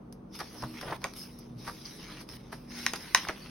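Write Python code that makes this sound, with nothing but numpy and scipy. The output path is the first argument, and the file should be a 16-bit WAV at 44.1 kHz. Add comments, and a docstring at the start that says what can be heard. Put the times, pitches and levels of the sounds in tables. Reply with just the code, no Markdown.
"""A small, quietly humming room: two stiff planner pages are turned by hand on a wooden table, close-miked in stereo.
It opens on scuffs, strokes of fine grainy friction and hollow flops and knocks of the loose sheet.
From 0.7 s the first page flutters over in the air, and at 1.04 s it buckles with a snap of ringing paper.
More strokes follow, with soft bumps through the table and one narrow squeak at 1.86 s.
From 2.86 s further snaps crackle, the loudest at 3.15 s; a short diffuse tail answers all the paper."""
import sys
import numpy as np
from scipy import signal
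from scipy.fft import rfft, irfft, next_fast_len
from scipy.io import wavfile
from scipy.ndimage import uniform_filter1d, map_coordinates

SR = 44100
rng = np.random.default_rng(int(sys.argv[2]) if len(sys.argv) > 2 else 0)


def waveform_to_disk(signal):
    """Save audio, clipped to [-1, 1], as 16-bit WAV at the path in sys.argv[1]."""
    frames = np.transpose(np.atleast_2d(signal))
    scaled = np.clip(frames, -1, 1) * 32767
    samples = np.round(scaled).astype(np.int16)
    wavfile.write(sys.argv[1], SR, samples)


N = 154350  # 3.5 s
TIME = np.arange(N) / SR

# Levels are those of the dry sources, ahead of slow wander, room and microphone.
# Rise is the time constant of an exponential; decay is the time to fall 60 dB.

# Room hum spectrum: [f/Hz, level/dB per Hz]
HUM_TONE = [(24, -36), (43, -1), (55, -2), (100, -4.5), (160, 2.5), (250, -3), (400, -5), (600, -12.5),
            (1200, -19), (1800, -32.5), (4000, -43), (16000, -49.5)]
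# Steady-pitched fan tones: [f/Hz, level/dB]
HUM_LINES = [(44, -63.5), (125, -63), (194, -61.5), (240, -57), (311, -63)]
# Left-right likeness of hum and thuds: [f/Hz, correlation]
HUM_ALIKE = [(60, 0.968), (250, 0.96), (600, 0.12), (2000, 0.1), (8000, 0.07)]
HUM_DB = -49.5

# Decay time of the small room: [f/Hz, T60/s]
ROOM_T60 = [(200, 0.36), (1200, 0.14), (4000, 0.1925), (12000, 0.107)]
# Left-right likeness of the room's tail: [f/Hz, correlation]
ROOM_ALIKE = [(200, 0.95), (1500, 0.58), (5000, 0.058)]
ROOM_DB, ROOM_DELAY_S = -11.5, 0.005

# Hands press the book against the table: [t/s, level/dB]
THUDS = [(.64, -43), (1.57, -43), (1.82, -45.5)]
# Thud spectrum: [f/Hz, level/dB per Hz]
THUD_TONE = [(30, -18), (90, -21), (125, 18), (175, -12), (300, -27), (1000, -60)]

# First page swinging over and settling: [t/s, level/dB]
SWING = [(.70, -63), (.80, -70), (.835, -46), (.87, -40.5), (.93, -42.5), (.955, -48), (.985, -75)]
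# Spectrum of the swinging page: [f/Hz, level/dB per Hz]
SWING_TONE = [(50, -17.5), (125, 8.5), (220, -10.5), (600, 4), (1000, -6), (1500, -11), (2500, -36.5),
              (5000, -43), (16000, -31.5)]

# Left-right likeness of the close paper: [f/Hz, correlation]
PAPER_ALIKE = [(100, 1), (600, 0.85), (1200, 0.98), (3000, 0.63), (6000, 0.28), (10000, 0.33),
               (15000, -0.69)]

# Scuffs and ticks of nails, page edges and wire binding:
# [t/s, level/dB, brightness/dB per octave, rise/s, decay/s]
SCUFFS = [(.126, -44.5, 5, 0.00085, 0.026), (0.352, -42.5, 0, 0.00243, 0.038),
          (0.39, -39.5, 1.5, 0.00076, 0.072), (0.404, -35, -2.5, 0.0038, 0.051),
          (0.6234, -35.5, -0.5, 0.00049, 0.0163), (0.8124, -34.5, -2, 0.00035, 0.028),
          (.911, -37, -3, 0.00049, 0.015), (1.018, -43.5, -3, .0005, 0.0147),
          (1.137, -42, 2, 0.00122, 0.0218), (1.389, -44, 9, 0.0011, 0.041),
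          (1.679, -43.5, 1.5, 0.023, 0.18), (2.21, -46.5, 1.5, 0.0065, 0.12),
          (2.29, -36, -0.5, 0.0003, 0.01), (2.526, -46.5, 2, 0.0049, 0.19), (2.961, -33, 1, 0.0035, 0.018)]
# Scuff spectrum before the brightness tilt: [f/Hz, level/dB per Hz]
SCUFF_TONE = [(200, -54), (1000, 7), (2200, -0.5), (3500, -4.5), (5000, 4.5), (6300, -5), (9000, -6.5),
              (11000, -2), (16000, -14)]
# A fingertip catches the page edge: (level/dB, rise/s, decay/s)
SQUEAK = (-38.5, 0.0038, 0.034)
# Squeak spectrum: [f/Hz, level/dB per Hz]
SQUEAK_TONE = [(1000, -37), (3300, -18.5), (4400, 4), (5200, 8), (6500, -38), (16000, -42)]
SQUEAK_AT_S = 1.858

# Strokes of fingers and sheets over paper: [start t/s, end t/s, hiss of fingers and edges level/dB,
# sweep of the sheet's face level/dB, extra sizzle in the hiss/dB, fade/s per 20 dB (sign ignored)]
STROKES = [(0.342, 0.465, -51.5, -58, 1, 0.43), (0.533, 0.686, -54.5, -59, 3, 0.56),
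           (0.736, 0.968, -54.5, -50, 4, 0), (1.018, 1.08, -55.5, -69, -1.5, 0.43),
           (1.165, 1.225, -48.5, -57.5, 4.5, 0.16), (1.297, 1.40, -62.5, -67, 0.5, 0.25),
           (1.596, 1.767, -52, -58.5, 1, 0.55), (1.858, 1.933, -47.5, -58, -1.5, 0.14),
           (1.996, 2.214, -51.5, -51.5, -4.5, -0.03), (2.299, 2.371, -54, -54.5, 6, 0),
           (2.385, 2.697, -63.5, -63.5, 0, -6.5), (2.709, 2.727, -47, -55, -6.5, 0.5),
           (2.754, 2.897, -45, -49, -3, 0.02), (2.89, 3.153, -50.5, -52, 1.5, -1),
           (3.157, 3.248, -50, -45.5, 0, 0.1724), (3.36, 3.503, -63, -54.5, -26, -3)]
# Spectrum of fingers and edges: [f/Hz, level/dB per Hz]
SLIDE_TONE = [(300, -32), (1000, -9), (2700, -14), (3600, -4.5), (4700, -3), (5200, 5.5), (5600, 0.5),
              (6300, -6.5), (8500, -12.5), (10400, -6), (12500, -8), (15500, -8.5)]
# Spectrum of the sheet's face: [f/Hz, level/dB per Hz]
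SWEEP_TONE = [(200, 2), (550, -7), (1000, -1.5), (1500, -1.5), (2150, 0.5), (3200, -2.8), (4500, -10),
              (8000, -17.5), (16000, -17)]
STROKE_RISE_S = 0.032  # time to gain 20 dB as contact begins
SIZZLE_HZ = 7500  # the hiss counts as sizzle above this

# The sheet bellies out and crumples: [t/s, level/dB, pitch f/Hz, rise/s, decay/s]
FLOPS = [(0.412, -36, 1113, 0.0067, 0.067), (.56, -48, 695, 0.018, 0.19), (0.637, -31.5, 880, 0.004, 0.067),
         (.829, -37.5, 1400, 0.0022, 0.033), (0.886, -39.5, 1265, 0.0084, 0.16),
         (0.927, -31.5, 1070, 0.0044, 0.064), (1.049, -34, 960, 0.011, 0.094),
         (1.683, -36, 1200, 0.0082, 0.078), (2.531, -37.5, 1030, 0.0049, .06),
         (2.936, -32, 1290, 0.0019, 0.06), (3.295, -28.5, 1100, 0.0041, 0.059)]
# Flop spectrum: [multiple of the pitch, level/dB]
FLOP_TONE = [(.08, -0.5), (.15, -9), (.3, -2.5), (.5, -3), (.8, 0), (1.2, -2.5), (1.7, -6), (2.6, -19),
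             (6, -31.5), (16, -25)]

# The slack sheet pops over with a hollow knock: [t/s, peak level/dB, pitch f/Hz]
KNOCKS = [(0.4098, -33, 1380), (.416, -30, 993), (.629, -29, 870), (.638, -24, 886), (0.883, -36, 990),
          (.925, -22.5, 954), (1.0423, -26, 2420), (1.0463, -26.5, 1230), (1.05, -28, 700),
          (1.679, -26.5, 1172), (1.698, -29, 1160), (2.53, -31.5, 1130), (2.8655, -17.5, 1810),
          (3.2515, -28.5, 1410), (3.272, -29.5, 840), (3.295, -23.5, 1540)]
KNOCK_OCTAVES = 0.43  # half width of a knock's band
KNOCK_LAG_S = 0.002997  # lag of the bending wave at its pitch

# The sheet buckles: [t/s, level/dB, brightness/dB per octave, pitch ratio of the sheet's resonances,
# lag of the bending wave at 1 kHz/s]
SNAPS = [(1.0409, -29.5, 1, 1.23, .0028), (2.864, -22.5, 1.2, 1.0166, .0016),
         (2.934, -31.5, 3.5, 1.23, .004), (3.1472, -12.6, -0.32, 0.99, .0018),
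         (3.2843, -30, -1.5, 1.115, 0.005)]
# Resonances of the taut sheet, before the pitch ratio: [f/Hz, width/Hz, level/dB]
SHEET = [(1080, 130, 4), (1560, 100, -2), (1880, 260, 2), (2400, 400, -11), (2860, 160, -11),
         (3860, 250, -3.5), (5220, 300, -.5), (6090, 240, -2.5), (9800, 1800, -17)]
# Creases giving way after a snap: [f/Hz, level/dB per Hz]
CRACKLE_TONE = [(300, -6), (1900, -1.5), (3000, 0), (5600, -3), (8500, -7), (16000, -17)]
SNAP_LOW_HZ, SNAP_HIGH_HZ = 880, 9800  # the sheet radiates little outside these
SNAP_S = 0.0062  # length over which a snap's level counts
SNAP_LAG_S, SNAP_MAX_RAD = 0.00005, 1.6  # lead of the left channel; largest phase lead
CRACKLE_DB, CRACKLE_S = -13.5, 0.14  # level relative to the snap; decay

# Microphone response: [f/Hz, level/dB]
MICROPHONE = [(20, -2.5), (6400, 1), (7000, -17), (7550, -33), (8400, 0), (12400, -2), (13600, -25),
              (14700, -2), (16000, 0.5)]
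TOP_HZ = 16000
PEAK_LIMIT, KNEE = 0.95, 4  # full-scale ceiling; sharpness of the rounding


def amp(db):
    """Decibels to gain."""
    return 10 ** (np.asarray(db) / 20)


def unit(x):
    """Scale to rms 1."""
    return x / np.sqrt(np.mean(x ** 2) + 1e-20)


def along(points, hz):
    """Read (f/Hz, value) points on a log frequency axis."""
    f, v = np.transpose(points)
    return np.interp(np.log(hz + 1e-3), np.log(f), v)


def level(rows):
    """Gain per sample from (t/s, level/dB) rows."""
    return amp(np.interp(TIME, *np.transpose(rows)))


def wobble(rate):
    """A smooth random curve, rate knots a second."""
    knots = rng.standard_normal(int(N * rate / SR) + 4)
    return map_coordinates(knots, [TIME * rate])


def filtered(x, response):
    """Apply a response of frequency to x."""
    m = next_fast_len(N + SR // 2)
    spectrum = rfft(x, m) * response(np.fft.rfftfreq(m, 1 / SR))
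    return irfft(spectrum, m)[..., :N]


def spread(pair, alike):
    """Blend two unrelated signals into left and right with the given likeness."""
    def shares(hz):
        turn = np.arccos(np.clip(along(alike, hz), -1, 1)) / 2
        return np.array([np.cos(turn), np.sin(turn)])

    mid, side = filtered(pair, shares)
    return np.array([mid + side, mid - side])


def swell(s, rise, decay):
    """Exponential rise to time s, then 60 dB down in decay seconds."""
    after = TIME - s
    return np.exp(np.minimum(after / rise, -np.log(1000) * after / decay))


def friction(tone, rate, grain_share, alike=PAPER_ALIKE):
    """Stereo rustle of rms 1: fibres catching at random, rate a second, over smooth noise."""
    catches = unit((rng.random(N) < rate / SR) * rng.standard_normal((2, N)))
    smooth = rng.standard_normal((2, N))
    drive = np.sqrt(grain_share) * catches + np.sqrt(1 - grain_share) * smooth
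    coloured = filtered(drive, lambda hz: amp(along(tone, hz)))
    return unit(spread(coloured, alike))


def burst(rustle, s, db, rise, decay):
    """A short piece of rustle whose swell peaks at the given time and level."""
    shape = swell(s, rise, decay)
    return amp(db) * np.sqrt(np.mean(shape ** 2)) * unit(shape * rustle)


def patchy(x, depth_db):
    """The colour drifts as the contact moves over the sheet."""
    z = signal.stft(x, nperseg=512)[2]
    field = rng.standard_normal(z.shape[1:])
    field = uniform_filter1d(field, size=5, axis=0)  # over frequency
    field = uniform_filter1d(field, size=9, axis=1)  # over time
    drifting = signal.istft(z * amp(depth_db * unit(field)), nperseg=512)[1]
    return unit(drifting[:, :N])


def hum():
    """Low room noise with a few fan tones, unsteady in level and phase."""
    noise = rng.standard_normal((2, N))
    air = unit(spread(filtered(noise, lambda hz: amp(along(HUM_TONE, hz))), HUM_ALIKE))
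    tones = np.zeros(N)
    for hz, db in HUM_LINES:
        strength = amp(db) * np.sqrt(2) * amp(5.23 * wobble(5.9))
        tones += strength * np.sin(2 * np.pi * hz * TIME + 1.06 * wobble(8))
    return amp(HUM_DB) * air + tones


def room(x):
    """A short diffuse tail of decaying noise, different in each channel, its decay set by frequency."""
    hz, t, z = signal.stft(rng.standard_normal((2, SR // 2)), SR, nperseg=256)
    decay = np.exp(-np.log(1000) * t / along(ROOM_T60, hz)[:, None])
    tail = signal.istft(z * decay, SR, nperseg=256)[1]
    tail = tail / np.linalg.norm(tail[0])
    tail = np.pad(tail, ((0, 0), (round(ROOM_DELAY_S * SR), 0)))
    return spread(signal.fftconvolve(x, tail, axes=1)[:, :N], ROOM_ALIKE)


def thuds():
    """Soft low bumps through the table: low noise under slow swells of pressing force."""
    force = sum(amp(db) * swell(s, 0.043, 0.34) for s, db in THUDS)
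    return force * friction(THUD_TONE, rate=180, grain_share=0.1, alike=HUM_ALIKE)


def swing():
    """Low flutter of the page in the air: friction noise with a quick random wobble."""
    airborne = (TIME > SWING[0][0]) & (TIME < SWING[-1][0])
    flutter = amp(1.3 * wobble(80.1))
    return airborne * level(SWING) * flutter * friction(SWING_TONE, rate=450, grain_share=0.55)


def scuffs():
    """Brief bursts of catching fibres, each with its own brightness, and one narrow squeak."""
    out = burst(friction(SQUEAK_TONE, rate=1800, grain_share=0.09), SQUEAK_AT_S, *SQUEAK)
    for s, db, tilt_db, rise, decay in SCUFFS:
        tone = [(hz, tone_db + tilt_db * np.log2(hz)) for hz, tone_db in SCUFF_TONE]
        out += burst(friction(tone, rate=3400, grain_share=0.4), s, db, rise, decay)
    return out


def sliding():
    """Each stroke starts quickly, holds and fades: hiss and sizzle of fingers, broader sweep of the sheet."""
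    power = np.zeros((3, N))
    for start, end, hiss_db, sweep_db, sizzle_db, fade in STROKES:
        before = (start - TIME) / STROKE_RISE_S
        after = (TIME - end) / abs(fade)  # a fade of 0 stops at once
        contact = 10 ** -np.maximum(0, np.maximum(before, after))
        gains = amp([[hiss_db], [hiss_db + sizzle_db], [sweep_db]])
        power += (gains * contact) ** 2
    hiss, sizzle, sweep = np.sqrt(power)

    fingers = patchy(friction(SLIDE_TONE, rate=800, grain_share=0.35), depth_db=4.0)
    fine = filtered(fingers, lambda hz: hz > SIZZLE_HZ)
    face = patchy(friction(SWEEP_TONE, rate=550, grain_share=0.4), depth_db=3.0)

    pressure = amp(0.53 * wobble(27.97))
    sizzling = sizzle * amp(1.1 * wobble(21.83)) * fine
    sweeping = sweep * amp(2.0 * wobble(60)) * face
    return pressure * (hiss * (fingers - fine) + sizzling + sweeping)


def flops():
    """Hollow crumples of the loose sheet: friction bursts, each coloured around its own pitch."""
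    out = np.zeros((2, N))
    for s, db, hz, rise, decay in FLOPS:
        tone = [(multiple * hz, tone_db) for multiple, tone_db in FLOP_TONE]
        out += burst(friction(tone, rate=2400, grain_share=0.519), s, db, rise, decay)
    return out


def knocks():
    """One bending wave crosses the sheet: a few cycles that fall in pitch, the treble arriving first."""
    out = np.zeros(N)
    for s, db, hz in KNOCKS:
        band = lambda f: np.exp(-0.5 * (np.log2((f + 1) / hz) / KNOCK_OCTAVES) ** 2)
        # The lag at the pitch itself is taken off, so that the pitch arrives at s.
        bend = lambda f: np.exp(-2j * np.pi * KNOCK_LAG_S * (2 * np.sqrt(hz * f) - f))
        wave = filtered(signal.unit_impulse(N, round(s * SR)), lambda f: band(f) * bend(f))
        out += amp(db) * wave / np.abs(wave).max()
    return out


def sheet_ring(f):
    """Resonances of the taut sheet: a sum of damped bandpass modes."""
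    return sum(amp(db) * 1j * f * w / (c * c - f * f + 1j * f * w) for c, w, db in SHEET)


def sheet_radiation(f):
    """The sheet radiates weakly at low and very high frequency."""
    low_cut = f ** 2 / np.hypot(f ** 2, SNAP_LOW_HZ ** 2)
    return low_cut / np.hypot(1, (f / SNAP_HIGH_HZ) ** 2)


def snaps():
    """A buckle rings the sheet and leaves a papery crackle; treble crosses the paper faster, arriving first."""
    cracks, crackle = np.zeros(N), np.zeros((2, N))
    for s, db, tilt_db, pitch, lag in SNAPS:
        bend = lambda f: np.exp(-2j * np.pi * lag * 2 * np.sqrt(1000 * f))
        tilt = lambda f: amp(tilt_db * np.log2((f + 100) / 2000))
        response = lambda f: sheet_ring(f / pitch) * bend(f) * tilt(f) * sheet_radiation(f)
        crack = filtered(signal.unit_impulse(N, round(s * SR)), response)
        cracks += amp(db) * unit(crack) * np.sqrt(SNAP_S * SR / N)

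        rustle = friction(CRACKLE_TONE, rate=900, grain_share=0.7)
        creases = filtered(rustle, lambda f: np.sqrt(np.abs(sheet_ring(f / pitch))))
        crackle += burst(creases, s + lag, db + CRACKLE_DB, 0.0002, CRACKLE_S)

    def left_leads(f):
        lead = np.minimum(2 * np.pi * f * SNAP_LAG_S, SNAP_MAX_RAD)
        return np.exp(0.5j * lead * np.array([[1], [-1]]))

    return crackle + filtered(cracks, left_leads)


def scene():
    """The close paper, its answer from the room, bumps through the table and the hum."""
    paper = swing() + scuffs() + sliding() + flops() + knocks() + snaps()
    return hum() + amp(ROOM_DB) * room(paper) + thuds() + paper


def record(dry):
    """The microphone has two treble notches, rounds off the highest peaks and has a band limit."""
    x = filtered(dry, lambda hz: amp(along(MICROPHONE, hz)))
    x = x / (1 + np.abs(x / PEAK_LIMIT) ** KNEE) ** (1 / KNEE)
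    return filtered(x, lambda hz: hz < TOP_HZ)


dry = scene()
out = record(dry)
waveform_to_disk(out)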